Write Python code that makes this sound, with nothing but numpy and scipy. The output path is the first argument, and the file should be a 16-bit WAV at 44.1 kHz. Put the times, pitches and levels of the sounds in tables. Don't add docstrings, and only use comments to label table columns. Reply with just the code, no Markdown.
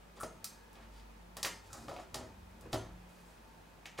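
import sys
import numpy as np
from scipy import signal
from scipy.fft import rfft, irfft
from scipy.io import wavfile
from scipy.ndimage import uniform_filter1d

SR = 44100
rng = np.random.default_rng(int(sys.argv[2]) if len(sys.argv) > 2 else 0)


def master_out(mix):
    frames = np.transpose(np.atleast_2d(mix))
    ceiling = np.clip(frames, -1, 1)
    pcm = np.round(ceiling * 32767).astype(np.int16)
    wavfile.write(sys.argv[1], SR, pcm)


def volts(x):
    e = np.asarray(x, float) / 20
    return 10 ** e


N = 176400


def shape(x, table):
    hz, db = np.array(table).T
    f = np.maximum(np.arange(x.shape[-1] // 2 + 1) * SR / x.shape[-1], 1)
    gain = volts(np.interp(np.log(f), np.log(hz), db, left=-90))
    return irfft(rfft(x) * gain, x.shape[-1])


def unit(x):
    return x / np.sqrt(np.mean(x ** 2))


def band(x, hz, width_hz):
    b, a = signal.iirpeak(min(hz, .4 * SR), hz / width_hz, fs=SR)
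    return signal.lfilter(b, a, x)


def add(out, x, start_s):
    i = int(start_s * SR)
    out[i:i + len(x)] += x[:N - i]


def walk(rate_hz):
    hold = int(SR / rate_hz)
    steps = np.repeat(rng.standard_normal(N // hold + 1), hold)
    return 1.67 * uniform_filter1d(uniform_filter1d(steps, hold), hold)[:N]


def even(x, bins):
    spec = rfft(x, 2 * len(x))
    power = np.abs(spec) ** 2 + 1e-30
    broad, fine = uniform_filter1d(power, size=40 * bins), uniform_filter1d(power, size=bins)
    return irfft(spec * np.sqrt(broad / fine))[:len(x)]


def floor():
    # hz, density_db (dB per Hz)
    air = [(22, -18), (65, -11), (170, -14), (900, -17.5), (2500, -27), (7500, -36), (13000, -40),
           (15800, -39.5)]
    # pitch_hz, width_hz, level_db
    appliances = [(96.3, 1.8, -71.5), (224, 5.9, -72), (893, 12, -73.5), (1674, 68, -80.5),
                  (2502, 13, -81.5)]
    x = volts(-61.5) * unit(shape(rng.standard_normal(N), air)) * volts(0.2 * walk(3.24))
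    for hz, width_hz, db in appliances:
        x = x + volts(db + 2 * walk(3.8)) * unit(band(rng.standard_normal(N), hz, width_hz))
    return x


def tone(table, wobble_db):
    s, hz, db = np.array(table).T
    t = np.arange(N) / SR
    pitch_hz = np.interp(t, s, hz) * (1 + 0.00722 * walk(6.5))
    phase = 2 * np.pi * np.cumsum(pitch_hz) / SR
    level_db = np.interp(t, s, db) + wobble_db * walk(8.46)
    return np.sqrt(2) * volts(level_db) * np.sin(phase)


def hum():
    # start_s, level_db
    fridge = [(0, -67), (.3, -58.5), (.45, -69), (.58, -59.5), (.68, -64.5), (.95, -54), (1.15, -58),
              (1.3, -59.5), (1.9, -62.5), (2.5, -62.5), (2.97, -55.5), (3.1, -64.5), (4, -64.5)]
    return tone([(s, 50.6, db) for s, db in fridge], 0.59)


def engine():
    # start_s, pitch_hz, level_db
    course = [(0, 47, -71), (1.2, 52.6, -101), (1.8, 61.45, -65), (2.3, 69.2, -70), (2.75, 77.8, -67),
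              (2.95, 61.2, -55), (3.2, 51.8, -80), (4, 46, -89)]
    return tone(course, 3.4)


def motor():
    # start_s, pitch_hz, level_db
    course = [(0, 175.4, -66), (.5, 180, -71), (1.0, 178, -76), (1.25, 177, -67.5), (1.9, 182.8, -68.5),
              (2.72, 181.7, -69), (2.87, 180.7, -56), (3.2, 180, -66.5), (3.35, 165, -75),
              (3.8, 165.3, -63), (4, 168, -66.5)]
    return tone(course, 2.35)


def rubs():
    # start_s, length_s, level_db, colour_hz
    strokes = [(0.15, 0.058, -66, 2920), (0.6, 0.25, -70, 220), (0.71, 0.21, -71, 1210),
               (0.914, 0.1, -68.5, 3100), (1.609, 0.31, -63.5, 4100), (1.654, 0.22, -60.5, 700),
               (1.705, 0.26, -58, 183), (1.86, 0.1, -61, 450), (1.861, 0.19, -63.5, 3380),
               (1.948, 0.097, -64, 600), (2.098, 0.18, -58.5, 110), (2.138, 0.2, -62.5, 259),
               (2.545, 0.19, -61, 300), (2.598, 0.34, -59.5, 119), (2.716, 0.025, -55, 5000),
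               (2.736, .22, -61, 500), (3.049, 0.35, -72.5, 5900), (3.974, 0.025, -50.5, 2340)]
    out = np.zeros(N)
    grain = rng.standard_normal(N) * volts(2 * walk(120) + 2 * walk(25))
    for s, length_s, db, hz in strokes:
        i, n = int(s * SR), int(length_s * SR)
        rasp = band(band(grain[i:i + n], hz, 1.3 * hz), hz, 3.6 * hz)
        add(out, volts(db) * unit(rasp) * np.hanning(n) ** 0.51, s)
    return out


def burst(noise, length_s):
    return noise * np.exp(-np.arange(len(noise)) / SR / length_s)


def knocks():
    # start_s, level_db, centre_hz, length_s
    blows = [(.17, -54.5, 650, 0.023), (0.2309, -39.5, 650, 0.0057), (0.241, -55, 144, 0.0081),
             (0.756, -60.5, 814, 0.089), (1.368, -48.5, 1030, 0.021), (1.431, -43, 1300, .004),
             (1.445, -37.5, 1250, 0.014), (1.46, -45, 775, 0.0031), (1.719, -59.5, 170, 0.027),
             (1.741, -51, 800, 0.0064), (1.882, -45, 650, 0.014), (1.913, -43.5, 540, 0.0048),
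             (1.963, -43.5, 650, 0.0017), (1.986, -47.5, 690, 0.018), (2.142, -45, 1010, 0.012),
             (2.154, -44.5, 422, 0.0076), (2.173, -54, 800, 0.013), (2.209, -49.5, 490, 0.011),
             (2.245, -56, 278, .01), (2.7292, -37.5, 800, 0.0078), (2.733, -38.5, 507, 0.005),
             (2.735, -46.5, 130, 0.0036), (2.744, -36.5, 626, 0.0028), (2.759, -37, 305, 0.0032),
             (3.858, -50, 1347, 0.0038), (3.987, -39, 960, 0.012), (3.988, -42.5, 380, 0.0068),
             (3.99, -41.5, 1500, 0.005)]
    # pitch_hz, level_db, t60_s
    modes = [(117, 1.5, 0.043), (155, -3.5, 0.046), (220, -7.5, 0.07), (276.7, -1, 0.13),
             (377.5, -0.5, 0.1), (443, -7, 0.23), (610, 2.5, 0.056), (650, 7, 0.063), (769, 11.5, 0.02),
             (851, -3.5, 0.092), (977, 2.5, 0.064), (1155, 15, 0.011), (1290, 8, 0.017),
             (1790, 21.5, 0.0077)]
    spread_octaves = 0.86
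    out, t = np.zeros(N), np.arange(8192) / SR
    hz, db, t60_s = np.array(modes).T[:, :, None]
    for (s, level_db, centre_hz, length_s), n in zip(blows, rng.standard_normal((40, 2048))):
        gain = volts(db - 5.8 * (np.log2(hz / centre_hz) / spread_octaves) ** 2)
        detuned_hz = hz * (1 + 0.017 * n[-len(hz):, None])
        partials = gain * np.sin(2 * np.pi * detuned_hz * t) * 1000. ** (-t / t60_s)
        x = signal.fftconvolve(even(burst(n, length_s), bins=5), partials.sum(axis=0))
        add(out, volts(level_db) * 2 * x / np.abs(x).max(), s)
    return shape(out, [(40, -40), (100, 0), (20000, 0)])


def clicks():
    # start_s, level_db, colour_hz, width_share (bandwidth over colour)
    contacts = [(0.1994, -35, 9100, 0.2), (0.2024, -42, 9300, .3), (0.208, -29.5, 9600, 0.21),
                (.214, -36, 9400, .4), (0.224, -28, 9200, 0.073), (0.2313, -30, 6000, 0.72),
                (0.4424, -22.5, 5700, 0.56), (0.4428, -24.5, 10700, 0.66), (0.449, -36, 6000, 1.8),
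                (0.7287, -49.5, 9000, .9), (0.753, -40, 2920, 0.65), (0.997, -42, 2940, 0.67),
                (1.3672, -29.5, 4070, 2.2), (1.373, -36, 4000, 1.5), (1.4286, -14.5, 5460, 0.67),
                (1.4336, -29, 5900, 0.6), (1.4465, -12, 2320, 0.49), (1.4485, -22.5, 5660, 0.5),
                (1.4515, -23, 1990, 1.5), (1.4554, -27, 11000, 0.57), (1.4622, -26, 6050, 0.68),
                (1.469, -27, 6000, 0.59), (1.729, -27, 6860, 0.35), (1.8814, -34.5, 3060, 0.78),
                (1.963, -26, 2400, 0.27), (2.142, -21, 4900, 0.81), (2.15, -40, 5300, 0.49),
                (2.156, -35.5, 8100, 0.62), (2.6088, -44.5, 7760, 0.91), (2.7295, -18.5, 3600, 0.7),
                (2.7335, -34, 5400, 0.58), (2.7362, -41, 4500, 0.8), (2.742, -30.5, 5000, 1.5),
                (3.8556, -21.5, 2300, 0.44), (3.8647, -33, 6300, 0.18), (3.976, -45, 3000, 0.6),
                (3.9825, -29, 2500, 0.63), (3.986, -34.5, 6000, 0.8), (3.992, -44, 2500, 0.71)]
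    scatter, lag_samples = 0.46, (3, 34)
    out = np.zeros(N)
    for (s, db, hz, share), u in zip(contacts, rng.random((60, 5))):
        x = np.eye(1, 1024)[0]
        for lag in np.interp(u, (0, 1), lag_samples).astype(int):
            a = np.r_[1, np.zeros(lag - 1), -scatter]
            x = signal.lfilter(a[::-1], a, x)
        edge = 0.13 * hz / 6000 * np.diff(x, prepend=0)
        add(out, volts(db + 5) * (2 * band(x, hz, share * hz) + edge), s)
    return out


def rings():
    # start_s, level_db, pitch_hz, t60_s
    parts = [(0.202, -46, 1310, 0.043), (0.209, -40, 1298, 0.05), (0.2125, -36, 1298, 0.03),
             (0.445, -52, 1310, 0.05), (.445, -81, 3790, 1), (1.704, -56, 1350, .05),
             (1.73, -48, 1290, 0.045), (1.885, -48, 1220, .045), (1.886, -47, 620, .08),
             (1.905, -51, 340, .1), (1.966, -47, 730, .2), (1.968, -49, 590, .1), (1.998, -61, 6700, 0.037),
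             (2.144, -47, 870, .06), (2.144, -49, 1190, .05), (2.16, -50, 340, .08), (2.732, -45, 850, .08),
             (2.733, -38, 145, .1), (2.735, -43, 360, .1), (2.74, -41, 110, .3), (2.74, -43, 281, .2),
             (2.745, -42, 595, .14), (2.75, -47, 970, .12)]
    # start_s, level_db, pitch_hz, t60_s
    wire = [(.231, -53, 6430, 0.17), (2.74, -59, 10110, .25), (2.755, -55, 6293, 0.3)]
    rise_s = 0.00037
    out, t = np.zeros(N), np.arange(16384) / SR
    flutter = volts(2 * walk(120))
    for (s, db, hz, t60_s), n in zip([*parts, *wire], rng.standard_normal((30, len(t) // 128))):
        drift = np.cumsum(.006 * np.repeat(n, 128)) / SR
        phase = 2 * np.pi * hz * (t + drift)
        pair = np.sin(phase) + .4 * np.sin(1.009 * phase)
        add(out, volts(db) * pair * 1000. ** (-t / t60_s) * (1 - np.exp(-t / rise_s)), s)
    return out * flutter


def room(x):
    # hz, t60_s
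    decays = [(150, 0.58), (500, 0.27), (1500, 0.31), (4000, 0.3), (8000, 0.28), (14000, 0.16)]
    gap_s, early_db, early_t60_s = 0.0013, 0, 0.089
    t, ir = np.arange(SR // 2) / SR, 0
    spec = rfft(rng.standard_normal(len(t)))
    log_hz = np.log(1 + 2 * np.arange(len(t) // 2 + 1))
    hz, t60_s = np.array(decays).T
    for share, decay_s in zip(np.eye(len(hz)), t60_s):
        echoes = irfft(spec * np.interp(log_hz, np.log(hz), share), len(t))
        ir = ir + echoes * 1000. ** (-t / decay_s)
    early = 1 + volts(early_db) * 1000. ** (-t / early_t60_s)
    ir = even(ir * np.clip(t / gap_s, 0, 1) ** 2 * early, bins=7)
    return signal.fftconvolve(x, ir / np.sqrt(np.sum(ir ** 2)))[:N]


def scene():
    # hz, level_db
    side_colour = [(50, -26), (125, -21), (300, -11), (1000, -9.5), (4500, -11.5), (8000, -11.5),
                   (10800, -10), (12000, -22)]
    room_db, ring_direct = 1, 0.74
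    ring = rings()
    near = clicks() + knocks() + rubs() + ring_direct * ring
    lines = hum() + engine() + motor()
    mid = near + (1 - ring_direct) * ring + volts(room_db) * room(near) + floor() + lines
    side = shape(volts(room_db - 2.0) * room(near) + volts(9.0) * floor() + 0.048 * near, side_colour)
    return np.array([mid + side, mid - side])


def roll_off(x):
    return signal.sosfilt(signal.butter(12, 16520, fs=SR, output="sos"), x)


def record(dry):
    low_pass = signal.ellip(6, .3, 25, 15750, fs=SR, output="sos")
    mix = signal.sosfilt(low_pass, dry)
    return roll_off(mix)


dry = scene()
out = record(dry)
master_out(out)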